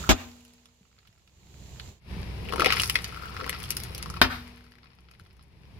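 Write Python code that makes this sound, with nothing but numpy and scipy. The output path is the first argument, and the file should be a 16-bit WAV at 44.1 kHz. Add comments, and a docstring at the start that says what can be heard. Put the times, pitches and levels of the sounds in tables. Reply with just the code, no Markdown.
"""Two bangs, snapping foil and crunching snacks, over the idling engine of a car in a concrete yard.
The car creeps over sealed foil packets twice, with a short lull between the passes; one bursts in each.
A burst is a shock pulse, a rush of shaped noise, sine rings for the tyre and a diffuse wall echo.
Snaps are short damped sines with noise, crushing is showers of noise grains, the engine is sines and noise.
A microphone with two ports hears it all, each port in its own colour and with its own delay."""
import sys
import numpy as np
from scipy import signal
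from scipy.fft import rfft, irfft
from scipy.io import wavfile
from scipy.ndimage import uniform_filter1d

SR = 44100
rng = np.random.default_rng(int(sys.argv[2]) if len(sys.argv) > 2 else 0)


def bounce(signal):
    """Save signal as a 16-bit WAV file at the path given by the first command-line argument."""
    frames = np.transpose(np.atleast_2d(signal))
    limited = np.clip(frames, -1, 1)
    pcm = np.round(limited * 32767).astype(np.int16)
    wavfile.write(sys.argv[1], SR, pcm)


N = 255471
TIME = np.arange(N) / SR  # [s]

# All levels are relative; spectra set a colour only and are scaled to keep the level of white noise.

# packets bursting: (time [s], bang level [dB], air rush level [dB], rush hold [s], rush decay [s],
# air push on the microphone level [dB], tyre ring level [dB])
BURSTS = [(0.0914, -13.5, -14, 0.025, 0.0067, -12.5, -44), (4.2155, 0, -23, 0.033, 0.018, -34, -41.5)]
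# the air rush through each torn seam, one spectrum a burst: (frequency [Hz], level per Hz [dB])
RUSH_SPECTRA = [
    [(110, -32), (180, -9), (260, 4.5), (450, -6.5), (1000, -7), (1800, -9), (3200, -10), (5200, -15),
     (7200, -12), (8500, -29.5), (14500, -25), (16500, -29.5)],
    [(110, -3.5), (180, -10), (340, 8), (520, -1), (1350, 7), (1800, 4), (2400, 2.5), (5200, -3.5),
     (7000, -23.5), (10500, -17), (14500, -17), (16500, -29.5)],
]
# what a burst sets ringing in the tyre: (frequency [Hz], level [dB], time to fall 60 dB [s])
TYRE_RINGS = [(88, 13, 0.51), (241.7, 5, 1.27), (257.8, 16, 0.33), (321, 9, 0.058), (460, -14.5, 2)]
# dull thumps of the tread and of collapsing snacks: (time [s], level [dB], pitch [Hz])
THUMPS = [(0.81, -50.5, 189), (1.091, -47, 110), (2.167, -25.5, 172), (2.581, -26, 372),
          (2.605, -23.5, 330), (2.636, -25.5, 632), (2.652, -25, 479), (2.66, -44, 360), (5.217, -40, 92.7)]
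# the clearest snaps of foil and snack: (time [s], level [dB], pitch [Hz], foil tick level [dB])
SNAPS = [(0.657, -37.5, 3430, -59.5), (0.988, -40, 3850, -77), (1.074, -37.5, 3560, -64),
         (1.276, -41.5, 3850, -69), (1.798, -20.5, 3870, -56.5), (2.524, -14.5, 1100, -43.5),
         (2.536, -13, 1104, -40), (2.581, -18.5, 1316, -53), (2.597, -6, 1360, -33.5),
         (2.606, -7.5, 2360, -33), (2.62, -3.5, 1250, -40), (2.646, -3.5, 2310, -31.5),
         (2.66, 2, 2345, -29.5), (2.691, -17, 2074, -45), (2.705, -3.5, 2314, -44.5),
         (2.724, -1, 2760, -32.5), (2.769, -8.5, 2140, -38), (2.798, -2.5, 2800, -40),
         (2.819, -15, 2370, -26.5), (2.835, -5, 4870, -33.5), (2.898, -6, 3000, -21),
         (2.956, 1, 1980, -32.5), (2.988, -14.5, 1970, -62.5), (3.044, -11.5, 4950, -36.5),
         (3.411, -19.5, 1370, -59), (3.443, -17.5, 1960, -60), (3.464, -21, 1040, -42.5),
         (3.495, -9.5, 2080, -29.5), (3.602, -25.5, 2400, -46.5), (3.706, -11.5, 4970, -23.5),
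         (3.769, -18.5, 5470, -28.5), (3.836, -20.5, 4200, -35.5), (3.949, -22.5, 3300, -35),
         (3.98, -25.5, 2710, -36), (4.027, -15.5, 4830, -38), (4.059, -22, 1090, -49),
         (4.101, -25, 1200, -38), (4.14, -25, 1310, -52), (4.17, -22, 1110, -51), (4.478, -35, 1980, -54.5),
         (5.113, -37.5, 2410, -61.5), (5.197, -39, 1526, -62)]
# flurries of lesser snaps:
# (start [s], end [s], typical level [dB], typical pitch [Hz], typical foil tick level [dB])
FLURRIES = [(0.219, 0.56, -44, 3000, -61), (2.571, 2.68, -12.5, 900, -44), (3.369, 3.57, -22, 1510, -52),
            (3.651, 3.83, -22.5, 3780, -42), (4.565, 4.8, -40.5, 2000, -68.5),
            (5.218, 5.48, -49.5, 2380, -67.5)]
# packets giving way under the tread: (time [s], level [dB], time stretch of the crushing stages [ratio])
PACKETS = [(2.64, 2.5, 0.97), (3.439, -12.5, 1.4)]
# stages of crushing, in the order crumble, crunch, foil crinkle, before the stretch and level of a packet:
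# (delay [s], peak level [dB], rise [dB/s], fall [dB/s], steady level under the tyre's weight [dB])
CRUSH_STAGES = [(0, -34, 95, 151, -58.5), (.075, -30.5, 132.5, 111, -51.5), (0.131, -37.5, 170.5, 81, -65)]
# the tyre's contact with the packets: (first [s], last [s])
CONTACT_S = (2.45, 4.22)
# colour of crumbling snack: (frequency [Hz], level per Hz [dB])
CRUMBLE_SPECTRUM = [(150, -10.5), (330, -1.5), (450, 3.5), (700, -9), (1100, -32.5), (2500, -56)]
# colour of crunching snack: (frequency [Hz], level per Hz [dB])
CRUNCH_SPECTRUM = [(450, -21), (850, -3), (1300, 2), (1800, -0.5), (2350, 0), (3200, -3), (4200, -3.5),
                   (5200, -2), (6200, -23.5), (9000, -40)]
# colour of foil: (frequency [Hz], level per Hz [dB])
FOIL_SPECTRUM = [(3000, -21), (5000, 3), (7300, -8.5), (8600, -6.5), (10500, 3), (12500, -4),
                 (15000, -12.5), (16500, -13.5)]
# colour of the crumpling around a snap: (frequency [Hz], level per Hz [dB])
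CRUMPLE_SPECTRUM = [(200, -19), (600, -19.5), (1200, 2.5), (2400, 5.5), (3300, 1.5), (5200, 0.5),
                    (6500, -16.5), (12000, -23)]
# foil rubbing under the rubber: (start [s], end [s], level [dB], pitch [Hz])
RUBS = [(0.0, 0.085, -45, 1360), (2.438, 2.513, -44.5, 2660), (3.064, 3.46, -48, 1395)]
# flattened packets relaxing behind the tyre: (start [s], end [s], level [dB])
SETTLING = [(0.3, 1.353, -76.5), (4.408, 5.485, -66.5)]
# the car rolls away, returns, rolls away again and grows louder at the end:
# (time [s], engine level [dB], hiss level [dB])
CAR_LEVELS = [(0, -39, -48), (0.22, -60, -63), (0.7, -69.5, -75), (1.27, -66.5, -77), (1.62, -50, -63.5),
              (1.9, -47.5, -59.5), (2.14, -38, -54), (2.8, -40, -55), (3.15, -45.5, -54.5),
              (4.16, -41, -58), (4.5, -53.5, -60), (4.75, -61, -71.5), (5.5, -57, -73.5),
              (5.79, -48, -65.5)]
# engine orders: (multiple of the firing rate [ratio], level [dB])
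ENGINE_ORDERS = [(2, -1.5), (3, -14.5), (4, -9.5)]
# engine rumble: (frequency [Hz], level per Hz [dB])
RUMBLE_SPECTRUM = [(15, -28.5), (28, -7), (50, -8), (90, 0.5), (125, -7.5), (180, -6), (260, -19),
                   (390, -15.5), (560, -25), (1000, -31), (2000, -54)]
# rolling hiss, one spectrum a pass: (frequency [Hz], level per Hz [dB])
HISS_SPECTRA = [
    [(300, -11), (550, 1), (1000, 1), (1350, -6.5), (2400, -1), (4200, 0), (5400, -5), (7200, 3),
     (8500, -14.5), (14500, -13.5), (16500, -21)],
    [(300, -11.5), (700, -2.5), (1000, 0.5), (1350, -7.5), (2300, -0.5), (3300, -7), (5200, -9),
     (6300, -20), (8000, -25), (10500, -18.5), (13000, -25.5), (15500, -37.5)],
]
# decay of the yard's open-air tail: (frequency [Hz], time to fall 60 dB [s])
YARD_DECAY = [(100, 0.17), (500, 0.67), (2500, 0.41), (6000, 0.25), (12000, 0.84)]
# wall echo after each burst: (first burst level [dB], second burst level [dB])
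WALL_ECHO_DB = (-23, -16.5)
# balance of the two microphone ports, one curve a pass: (frequency [Hz], left minus right [dB])
PORT_BALANCE = [
    [(300, 2), (900, -2), (2000, -2.5), (5000, -2.5), (6300, -9.5), (8300, -11), (10500, 2.5), (14500, 0)],
    [(250, 3), (450, 7), (780, 20), (1050, 14), (1350, 4.5), (1800, 14.5), (2400, 18.5), (3200, -1),
     (4200, 0), (5200, -5), (6500, 4.5), (8500, 0.5), (10500, 10.5), (14500, 11.5)],
]

FIRING_HZ = 31.65  # mean firing rate of the engine
LULL_S, LULL_DB, LULL_WIDTH_S = 2.0, -21, 0.11  # centre, depth and half width of the dip between passes
FLURRY_GAP_S = 0.045  # mean time between the snaps of a flurry
STRAIN_LEAD_S = 0.007  # how long a buckle strains before it snaps
CRUMPLE_DB = -11  # crumpling around a snap, relative to that snap
EDGE_HZ = 15900  # upper band limit of the microphone


def bursts(shock_s=0.00058, tear_db=-5, tear_s=0.0051, rush_rise_s=0.00022, push_hz=58,
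           dulling_hz=4000, dulling_s=0.063):
    """A shock as the seam tears, then escaping air that dulls as the pressure falls."""
    out = np.zeros((2, N))
    t = np.arange(SR // 3) / SR
    lowpass = signal.butter(1, dulling_hz, fs=SR, output="sos")
    for (s, bang_db, rush_db, hold, decay, push_db, _), spectrum in zip(BURSTS, RUSH_SPECTRA):
        air = colour(noise(len(t), 0.38), spectrum)
        shock = (1 - t / shock_s) * np.exp(-t / shock_s)
        tear = amp(tear_db) * air * np.exp(-t / tear_s)
        bang = amp(bang_db) * (shock + tear)
        flow = (1 - np.exp(-t / rush_rise_s)) * np.exp(-np.maximum(t - hold, 0) / decay)
        dull = signal.sosfilt(lowpass, air)
        rush = amp(rush_db) * flow * (dull + (air - dull) * np.exp(-t / dulling_s))
        # the gust shakes mostly the left microphone port
        push = amp(push_db) * flow * np.cos(2 * np.pi * push_hz * t) * np.array([[1.4], [0.1]])
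        add(out, s, bang + rush + push)
    return out


def tyre(thump_rise_s=0.00047, thump_s=0.011):
    """Rubber and the air inside ring on after each burst; tread and collapsing snacks thump dully."""
    out = np.zeros((2, N))
    t = np.arange(SR) / SR
    ring = sum(amp(db - 60 * t / t60) * np.sin(2 * np.pi * hz * t) for hz, db, t60 in TYRE_RINGS)
    for s, *_, ring_db in BURSTS:
        add(out, s, amp(ring_db) * ring * sides(1.5))
    swell = (1 - np.exp(-t / thump_rise_s)) * np.exp(-t / thump_s)
    for s, db, hz in THUMPS:
        add(out, s, amp(db) * swell * np.sin(2 * np.pi * hz * t) * sides(0))
    return out


def snaps(spread_db=4, spread_octaves=0.45):
    """The clear snaps, and flurries of lesser ones that scatter in time, strength and pitch."""
    out = np.zeros((2, N))
    for s, *buckle in SNAPS:
        add(out, s - STRAIN_LEAD_S, snap(*buckle))
    for start, end, db, hz, foil_db in FLURRIES:
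        for s in np.arange(start, end, FLURRY_GAP_S):
            late, size, pitch, shine = rng.uniform(-1, 1, 4)
            lesser = snap(db + spread_db * size, hz * 2 ** (spread_octaves * pitch),
                          foil_db + spread_db * shine)
            add(out, s + late * FLURRY_GAP_S / 2, lesser)
    return out


def snap(db, hz, foil_db, cycles=1.76, ring_db=-2, crumple_s=0.0015, rise_s=0.00078,
         tick_db=10, tick_s=0.00037, strain_db=-12, strain_s=0.0016):
    """A buckle strains briefly, rings for a few cycles, crumples its surroundings and ticks brightly."""
    t = np.arange(-STRAIN_LEAD_S, 1 / 25, 1 / SR)  # zero is the moment of the snap
    age = np.maximum(t, 0)
    strain = amp(strain_db) * np.exp(-abs(t) / strain_s)
    ring_envelope = np.exp(-age * hz / cycles) * (1 - np.exp(-2 * age * hz))
    ring = amp(ring_db) * np.sin(2 * np.pi * hz * age) * ring_envelope
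    folding = strain + np.exp(-age / crumple_s) * (1 - np.exp(-age / rise_s))
    crumple = amp(CRUMPLE_DB) * colour(noise(len(t), 0.057), CRUMPLE_SPECTRUM) * folding
    tick_envelope = strain + (t >= 0) * np.exp(-age / tick_s)
    tick = amp(foil_db + tick_db) * colour(noise(len(t), 0.097) * tick_envelope, FOIL_SPECTRUM)
    return amp(db) * (ring + crumple) + tick


def crushing():
    """The snacks crumble and crunch while the foil crinkles around them."""
    crumble = grains(CRUMBLE_SPECTRUM, per_s=510, spread_db=6.0)
    crunch = grains(CRUNCH_SPECTRUM, per_s=490, spread_db=5.0)
    crinkle = grains(FOIL_SPECTRUM, per_s=230, spread_db=6.0)
    return sum(stage(*row) * sound for row, sound in zip(CRUSH_STAGES, (crumble, crunch, crinkle)))


def stage(delay, peak_db, rise, fall, steady_db, ease_s=0.03):
    """Gain of one stage of crushing: it swells and dies for each packet, over a steady grinding."""
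    first, last = CONTACT_S
    contact = np.clip(np.minimum(TIME - first, last - TIME) / ease_s, 0, 1)
    power = (amp(steady_db) * contact) ** 2
    for s, db, stretch in PACKETS:
        t = (TIME - s) / stretch - delay
        power = power + amp(db + peak_db + np.minimum(rise * t, -fall * t)) ** 2
    return np.sqrt(power)


def grains(spectrum, per_s, spread_db, grain_s=0.00092):
    """Random tiny fractures of unequal size, each a puff of noise about a millisecond long."""
    struck = rng.exponential(1, N)
    size = amp(spread_db * np.minimum(struck, 3)) * (rng.random(N) < per_s / SR)
    # overlapping puffs add as power
    power = signal.lfilter([1], [1, -np.exp(-2 / grain_s / SR)], size ** 2)
    return unit(colour(np.sqrt(power) * noise(N, 0.18), spectrum))


def rubbing(slips_per_s=220):
    """Foil sticks and slips against the tread, creaking in one broad resonance."""
    out = np.zeros((2, N))
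    for start, end, db, hz in RUBS:
        resonance = [(hz / 2, -30), (hz / 1.3, -10), (hz, 0), (hz * 1.2, -10), (hz * 2, -30)]
        size = max(round((end - start) * SR), 1)
        slips = grains(resonance, per_s=slips_per_s, spread_db=5.5)[:, :size]
        add(out, start, amp(db) * unit(slips) * signal.windows.tukey(slips.shape[1], 0.4))
    return out


def settling():
    """Released foil unfolds in sparse small ticks, dull and bright."""
    out = np.zeros((2, N))
    dull = grains(CRUNCH_SPECTRUM, per_s=40, spread_db=2.0, grain_s=0.0014)
    bright = grains(FOIL_SPECTRUM, per_s=22.0, spread_db=3.0)
    ticks = dull + amp(-13.5) * bright
    for start, end, db in SETTLING:
        part = ticks[:, round(max(start, 0) * SR):round(end * SR)]
        add(out, start, amp(db) * unit(part) * signal.windows.tukey(part.shape[1], 0.2))
    return out


def car(waver=0.0081):
    """Wavering engine orders in a rumble, with hiss and fine grit under the tread."""
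    smooth = uniform_filter1d(rng.standard_normal(N), size=6000)
    drift = unit(uniform_filter1d(smooth, size=6000))
    turns = np.cumsum(FIRING_HZ * (1 + waver * drift)) / SR  # firing cycles so far
    hum = sum(amp(db) * np.sqrt(2) * np.sin(2 * np.pi * (round(k) * turns + rng.random()))
              for k, db in ENGINE_ORDERS)
    rumble = amp(0.5) * colour(noise(N, 0.81), RUMBLE_SPECTRUM)
    engine = amp(-0.5) * level(CAR_LEVELS, axis=1) * (hum + rumble) * sides(-3.5)
    first, second = (colour(noise(N, 0.11), spectrum) for spectrum in HISS_SPECTRA)
    hiss = np.where(TIME < LULL_S, amp(7.5) * first, amp(6.5) * second)
    coarse_grit = amp(-4) * grains(CRUMPLE_SPECTRUM, per_s=62, spread_db=4.5)
    bright_grit = amp(-16.5) * grains(FOIL_SPECTRUM, per_s=30, spread_db=4.5)
    rolling = level(CAR_LEVELS, axis=2) * (hiss + coarse_grit + bright_grit)
    lull = amp(LULL_DB * np.maximum(1 - abs(TIME - LULL_S) / LULL_WIDTH_S, 0))
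    return lull * (engine + rolling)


def yard(x, near_db=-4, far_db=-19, wall_db=-21, wall_s=0.077):
    """Quick reflections between ground and car body, an echo off a wall, and a faint open-air tail."""
    near = tail([(200, 0.094), (2000, 0.058), (6000, 0.07), (12000, 0.051)], rise_s=0.0018)
    far = colour(tail(YARD_DECAY, rise_s=0.0084), [(100, -0.5), (700, 2.5), (5000, 1.5), (12000, -3.5)])
    wall = colour(tail([(200, 0.06), (8000, 0.4)], rise_s=0.016),
                  [(100, -15.5), (700, 1.5), (6000, -6.0), (12000, -5)])
    taps = amp(near_db) * near + amp(far_db) * far
    add(taps, wall_s, amp(wall_db) * wall)  # the delay is some 26 m of extra path
    return x + signal.fftconvolve(x, taps, axes=1)[:, :N]


def tail(t60s, rise_s):
    """Diffuse reflections of energy 1; each band dies at its own speed."""
    hz, t, z = signal.stft(noise(SR, 0.55), SR, nperseg=128)
    fading = z * amp(-60 * t / read(t60s, hz)[:, None])
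    taps = signal.istft(fading, SR, nperseg=128)[1][:, :SR]
    rise = 1 - np.exp(-np.arange(SR) / SR / rise_s)
    return unit(taps * rise) / np.sqrt(SR)


def ports(x, depth, lag_s=0.00008):
    """The two microphone ports differ in colour and arrival time; the tyre changes side between passes."""
    hz = np.fft.rfftfreq(N, 1 / SR)
    half = np.array([[1], [-1]]) / 2
    passes = []
    for balance, lag in zip(PORT_BALANCE, (-lag_s, lag_s)):
        gains = amp(half * depth * read(balance, hz))
        gains = gains / np.sqrt(np.mean(gains ** 2, axis=0))  # keeps the power of both ports together
        delay = np.exp(-2j * np.pi * hz * lag * half)
        passes.append(irfft(rfft(x) * gains * delay, N))
    return np.where(TIME < LULL_S, *passes)


def amp(db):
    """Decibels to gain."""
    return 10 ** (np.asarray(db) / 20)


def unit(x):
    """Scales to rms 1."""
    return x / np.sqrt(np.mean(x ** 2) + 1e-20)


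def read(points, hz):
    """Reads a table on a log-frequency axis."""
    f, value = np.transpose(points)
    return np.interp(np.log(hz + 1), np.log(f + 1), value)


def level(table, axis):
    """Gain over time from one dB column of a curve."""
    rows = np.array(table)
    return amp(np.interp(TIME, rows[:, 0], rows[:, axis]))


def sides(pan_db):
    """Left and right gains whose mean is 1; pan_db is left minus right."""
    gains = amp(np.array([[pan_db], [-pan_db]]) / 2)
    return gains / gains.mean()


def add(mix, s, sound):
    """Mixes a stereo sound in at s seconds."""
    part = mix[:, max(round(s * SR), 0):][:, :sound.shape[1]]
    part += sound[:, :part.shape[1]]


def colour(x, spectrum, size=4096):
    """Causal filter with the given spectrum; white noise keeps its level."""
    hz = abs(np.fft.fftfreq(size, 1 / SR))
    log_gain = np.log(unit(amp(read(spectrum, hz))) + 1e-5)
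    # the Hilbert transform supplies the minimum phase
    taps = np.fft.ifft(np.exp(np.conj(signal.hilbert(log_gain)))).real
    return signal.oaconvolve(x, taps[None], axes=1)[:, :x.shape[1]]


def noise(size, alike):
    """White noise in two channels that are partly alike (0 = independent, 1 = identical)."""
    shared, own = rng.standard_normal(size), rng.standard_normal((2, size))
    alike = np.clip(alike, 0, 1)
    return np.sqrt(alike) * shared + np.sqrt(1 - alike) * own


def scene():
    """The bursts differ less between the ports, as their loud sound overloads the left one."""
    packets = snaps() + crushing() + rubbing() + settling()
    rolling = yard(packets) + car()
    bangs = amp(-2.0) * bursts()
    first = TIME < LULL_S
    first_bang = yard(bangs * first, wall_db=WALL_ECHO_DB[0])
    second_bang = yard(bangs * ~first, wall_db=WALL_ECHO_DB[1])
    return ports(rolling, depth=0.95) + ports(first_bang + second_bang, depth=0.3) + tyre()


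def record(dry):
    """The loudest peaks overload the microphone; then the band limit."""
    overloaded = np.clip(dry, -1, 1)
    lowpass = signal.firwin(255, EDGE_HZ, window=("kaiser", 8), fs=SR)
    return signal.oaconvolve(overloaded, lowpass[None], "same")


dry = scene()
out = record(dry)
bounce(out)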